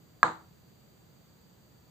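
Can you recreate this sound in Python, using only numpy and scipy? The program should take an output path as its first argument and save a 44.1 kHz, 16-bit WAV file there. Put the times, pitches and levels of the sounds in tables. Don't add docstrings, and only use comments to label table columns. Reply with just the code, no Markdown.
import sys
import numpy as np
from scipy import signal
from scipy.fft import rfft, irfft
from scipy.io import wavfile

SR = 44100
rng = np.random.default_rng(int(sys.argv[2]) if len(sys.argv) > 2 else 0)


def rack_gain(trim_db):
    fader = np.asarray(trim_db, float)
    return 10 ** (fader / 20)


def transcribe(u):
    v = np.clip(np.atleast_2d(u).T, -1, 1)
    q = np.round(v * 32767).astype(np.int16)
    wavfile.write(sys.argv[1], SR, q)


N = 83790

# pitch_hz, level_db, t60_s, left_minus_right_db
BOARD_MODES = [(730, -17, 0.064, -0.5), (816, -17.5, .045, 2.5), (1048, -19, .045, -5.5),
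               (1141, -7.5, .045, -1), (1257, 4, .0157, 0.5), (1620, -4.5, 0.036, -2),
               (1840, -18.5, .02, 0), (1980, -23.5, .025, 0), (2370, -26, .03, -1.5)]
# pitch_hz, level_db, t60_s, left_minus_right_db
EDGE_MODES = [(3526, -29, 0.009, -3.5), (4080, -24.5, .012, -3.5), (4347, -30, .015, 0.5),
              (6500, -30.5, .012, -3), (7020, -25.5, .012, -3.5), (7600, -33, .012, -5),
              (8250, -28.5, .012, 8.5)]
# pitch_hz, level_db, t60_s, swell_s, left_minus_right_db
TABLE_MODES = [(163, -37.5, 0.3, .012, 0), (212, -39, .15, 0.0038, 1), (255, -42, 0.2005, .008, 0),
               (324, -33.5, .35, .05, -2.5), (378, -40.5, .15, .008, 2), (494, -29.5, 0.17, .012, -0.5),
               (650, -35.5, .12, .008, -0.5), (750, -43.5, .4, .02, -1.5), (881, -37, .35, 0.0044, 1),
               (954, -40, .3, .01, -3), (1235, -36, .2, .008, -4)]
# pitch_hz, level_db per Hz
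ROOM_COLOUR = [(47, -45.5), (80, -18.5), (166, -12.5), (589, -9), (946, -0.5), (1270, -1), (1750, -10),
               (2640, -28), (3200, -27.5), (4000, -20.5), (4700, -28.5), (5180, -42.5), (6300, -31.5),
               (7240, -25.5), (8480, -28.5), (9000, -64), (19800, -120)]
# pitch_hz, t60_s
ROOM_DECAY = [(100, 0.36), (300, 0.28), (800, .33), (1300, 0.3), (2500, .32), (4500, .31), (8000, .28)]
# pitch_hz, build_up_s
ROOM_RISE = [(300, .008), (1300, .005), (4000, .01), (8000, .014)]
# pitch_hz, likeness (0 to 1)
ROOM_ALIKE = [(100, 1), (400, 0.7), (1000, .2), (3000, .05), (8000, .02)]
# pitch_hz, level_db per Hz
FLOOR_COLOUR = [(20, -22.5), (40, -18.5), (70, -2.5), (110, 0), (170, 1.5), (250, -7.5), (450, -10.5),
                (900, -17), (1800, -22.5), (2600, -26), (4200, -24.5), (4900, -31), (5100, -35),
                (6000, -29), (6900, -24), (7600, -27.5), (8480, -30), (8600, -54), (9000, -43),
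                (9900, -39.5), (11200, -44), (11300, -62), (11500, -63), (11650, -31.5), (13000, -29.5),
                (15400, -26.5)]
# pitch_hz, likeness (0 to 1)
FLOOR_ALIKE = [(60, 0.94), (200, .55), (380, .15), (1300, .01), (4400, .05), (6000, .4), (8100, 1),
               (9500, 0.85), (15000, 1)]
# pitch_hz, left_minus_right_db
FLOOR_PAN = [(60, -0.5), (200, -1.5), (2400, -.5), (4400, 0.5), (8100, -3), (9000, 0), (15000, -1)]

KNOCK_S, LEFT_LAG_S = .22994, .000052
CONTACT_S = .00052
EDGE_TICK_S, EDGE_LAG_S = .00008, .0005
ECHO_S, ECHO_DB = 0.05, -24
RADIATES_ABOVE_HZ = 1384
SNAP_DB, SNAP_T60_S = -47.5, .03
SNAP_LOW_HZ, SNAP_HIGH_HZ = 11700, 15400
ROOM_DB, ROOM_DELAY_S = -23.5, .002
FLOOR_DB = -59
RUMBLE_TOP_HZ, RUMBLE_SWAY_DB = 300, 0.5
WHISTLE_HZ, WHISTLE_POLE_WIDTH_HZ = 4660, 230
WHISTLE_DB, WHISTLE_FLICKER_DB, WHISTLE_PAN_DB = -76, 0.97, -4
PEAK_LEVEL = 1.3
BLOW_TOP_HZ, CUTOFF_HZ = 9150, 15530


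def rms_one(x):
    return x / np.sqrt(np.mean(x ** 2) + 1e-30)


def at_hz(points, hz):
    p = np.array(points, float)
    return np.interp(np.log(np.maximum(hz, 1)), np.log(p[:, 0]), p[:, 1])


def drift(rate_hz):
    r = np.exp(-2 * np.pi * rate_hz / SR)
    noise = rng.standard_normal(N + SR)
    return rms_one(signal.lfilter([1], [1, -2 * r, r * r], noise)[SR:])


def pan(left_minus_right_db):
    half = left_minus_right_db / 2
    return rack_gain(np.array([[half], [-half]]))


def coloured(colour, likeness):
    hz = np.arange(N // 2 + 1) * SR / N
    mid, side = rfft(rng.standard_normal((2, N)))
    alike = np.clip(at_hz(likeness, hz), 0, 1)
    stereo = np.sqrt(1 + alike) * mid + np.sqrt(1 - alike) * side * [[1], [-1]]
    return hz, stereo * rack_gain(at_hz(colour, hz))


def push(t, length_s):
    u = np.clip(t / length_s, 0, 1)
    return (1 - np.cos(2 * np.pi * u)) / (length_s * SR) + 1e-18


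def ring(force, modes):
    out = 0
    for pitch_hz, level_db, t60_s, pan_db in modes:
        r = rack_gain(-60 / (t60_s * SR))
        w = 2 * np.pi * pitch_hz / SR
        mode = signal.lfilter([0, rack_gain(level_db) * np.sin(w)], [1, -2 * r * np.cos(w), r * r], force)
        out = out + pan(pan_db) * mode
    return out


def knock():
    t = np.arange(N) / SR - KNOCK_S - np.array([[LEFT_LAG_S], [0]])
    return board(t) + table(t)


def board(t):
    force = push(t, CONTACT_S) + rack_gain(ECHO_DB) * push(t - ECHO_S, CONTACT_S)
    tick = push(t - EDGE_LAG_S, EDGE_TICK_S)
    ringing = ring(force, BOARD_MODES) + ring(tick, EDGE_MODES)
    radiation = signal.butter(2, RADIATES_ABOVE_HZ, "high", fs=SR, output="sos")
    return -signal.sosfilt(radiation, ringing)


def table(t):
    out = 0
    after = np.maximum(t, 0)
    phases = rng.random(len(TABLE_MODES))
    for (pitch_hz, level_db, t60_s, swell_s, pan_db), turn in zip(TABLE_MODES, phases):
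        shape = (1 - np.exp(-after / swell_s)) * rack_gain(level_db - 60 * after / t60_s)
        out = out + pan(pan_db) * shape * np.sin(2 * np.pi * (pitch_hz * t + turn))
    return out


def snap():
    t = np.arange(N) / SR - KNOCK_S
    decay = rack_gain(SNAP_DB - 60 * np.maximum(t, 0) / SNAP_T60_S)
    burst = rng.standard_normal(N) * (t > 0) * decay
    band = signal.butter(4, [SNAP_LOW_HZ, SNAP_HIGH_HZ], "band", fs=SR, output="sos")
    return signal.sosfilt(band, burst + 1e-18)


def room():
    hz, stereo = coloured(ROOM_COLOUR, ROOM_ALIKE)
    stereo = stereo / np.sqrt(np.mean(irfft(stereo, N) ** 2))
    after = np.maximum(np.arange(N) / SR - KNOCK_S - ROOM_DELAY_S, 0)
    out = 0
    for centre in 70 * 2 ** np.arange(0, 7.6, .5):
        share = np.clip(1 - 2 * np.abs(np.log2(np.maximum(hz, 1) / centre)), 0, 1)
        decay = rack_gain(-60 * after / at_hz(ROOM_DECAY, centre))
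        rise = 1 - np.exp(-after / at_hz(ROOM_RISE, centre))
        out = out + irfft(stereo * share, N) * decay * rise
    return rack_gain(ROOM_DB) * out


def floor():
    hz, stereo = coloured(FLOOR_COLOUR, FLOOR_ALIKE)
    half = at_hz(FLOOR_PAN, hz) / 2
    stereo = stereo * rack_gain([half, -half])
    low = 1 / (1 + (hz / RUMBLE_TOP_HZ) ** 2)
    rumble = irfft(stereo * low, N) * rack_gain(RUMBLE_SWAY_DB * drift(6.0))
    hiss = irfft(stereo * (1 - low), N)
    return rack_gain(FLOOR_DB) * rms_one(rumble + hiss)


def whistle():
    r = np.exp(-np.pi * WHISTLE_POLE_WIDTH_HZ / SR)
    w = 2 * np.pi * WHISTLE_HZ / SR
    poles = [1, -2 * r * np.cos(w), r * r]
    once = signal.lfilter([1], poles, rng.standard_normal((2, N)))
    narrow = signal.lfilter([1], poles, once)
    flicker = rack_gain(WHISTLE_DB + WHISTLE_FLICKER_DB * drift(18.0))
    return rms_one(narrow) * flicker * pan(WHISTLE_PAN_DB)


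def scene():
    treble_cut = signal.cheby2(8, 30, BLOW_TOP_HZ, fs=SR, output="sos")
    blow = PEAK_LEVEL * np.tanh((knock() + room()) / PEAK_LEVEL)
    return signal.sosfilt(treble_cut, blow) + snap() + floor() + whistle()


def low_pass(x):
    return signal.sosfilt(signal.butter(12, 16790, fs=SR, output="sos"), x)


def record(dry):
    hz = np.arange(N // 2 + 1) * SR / N
    mix = irfft(rfft(dry) * (hz < CUTOFF_HZ), N)
    return low_pass(mix)


dry = scene()
out = record(dry)
transcribe(out)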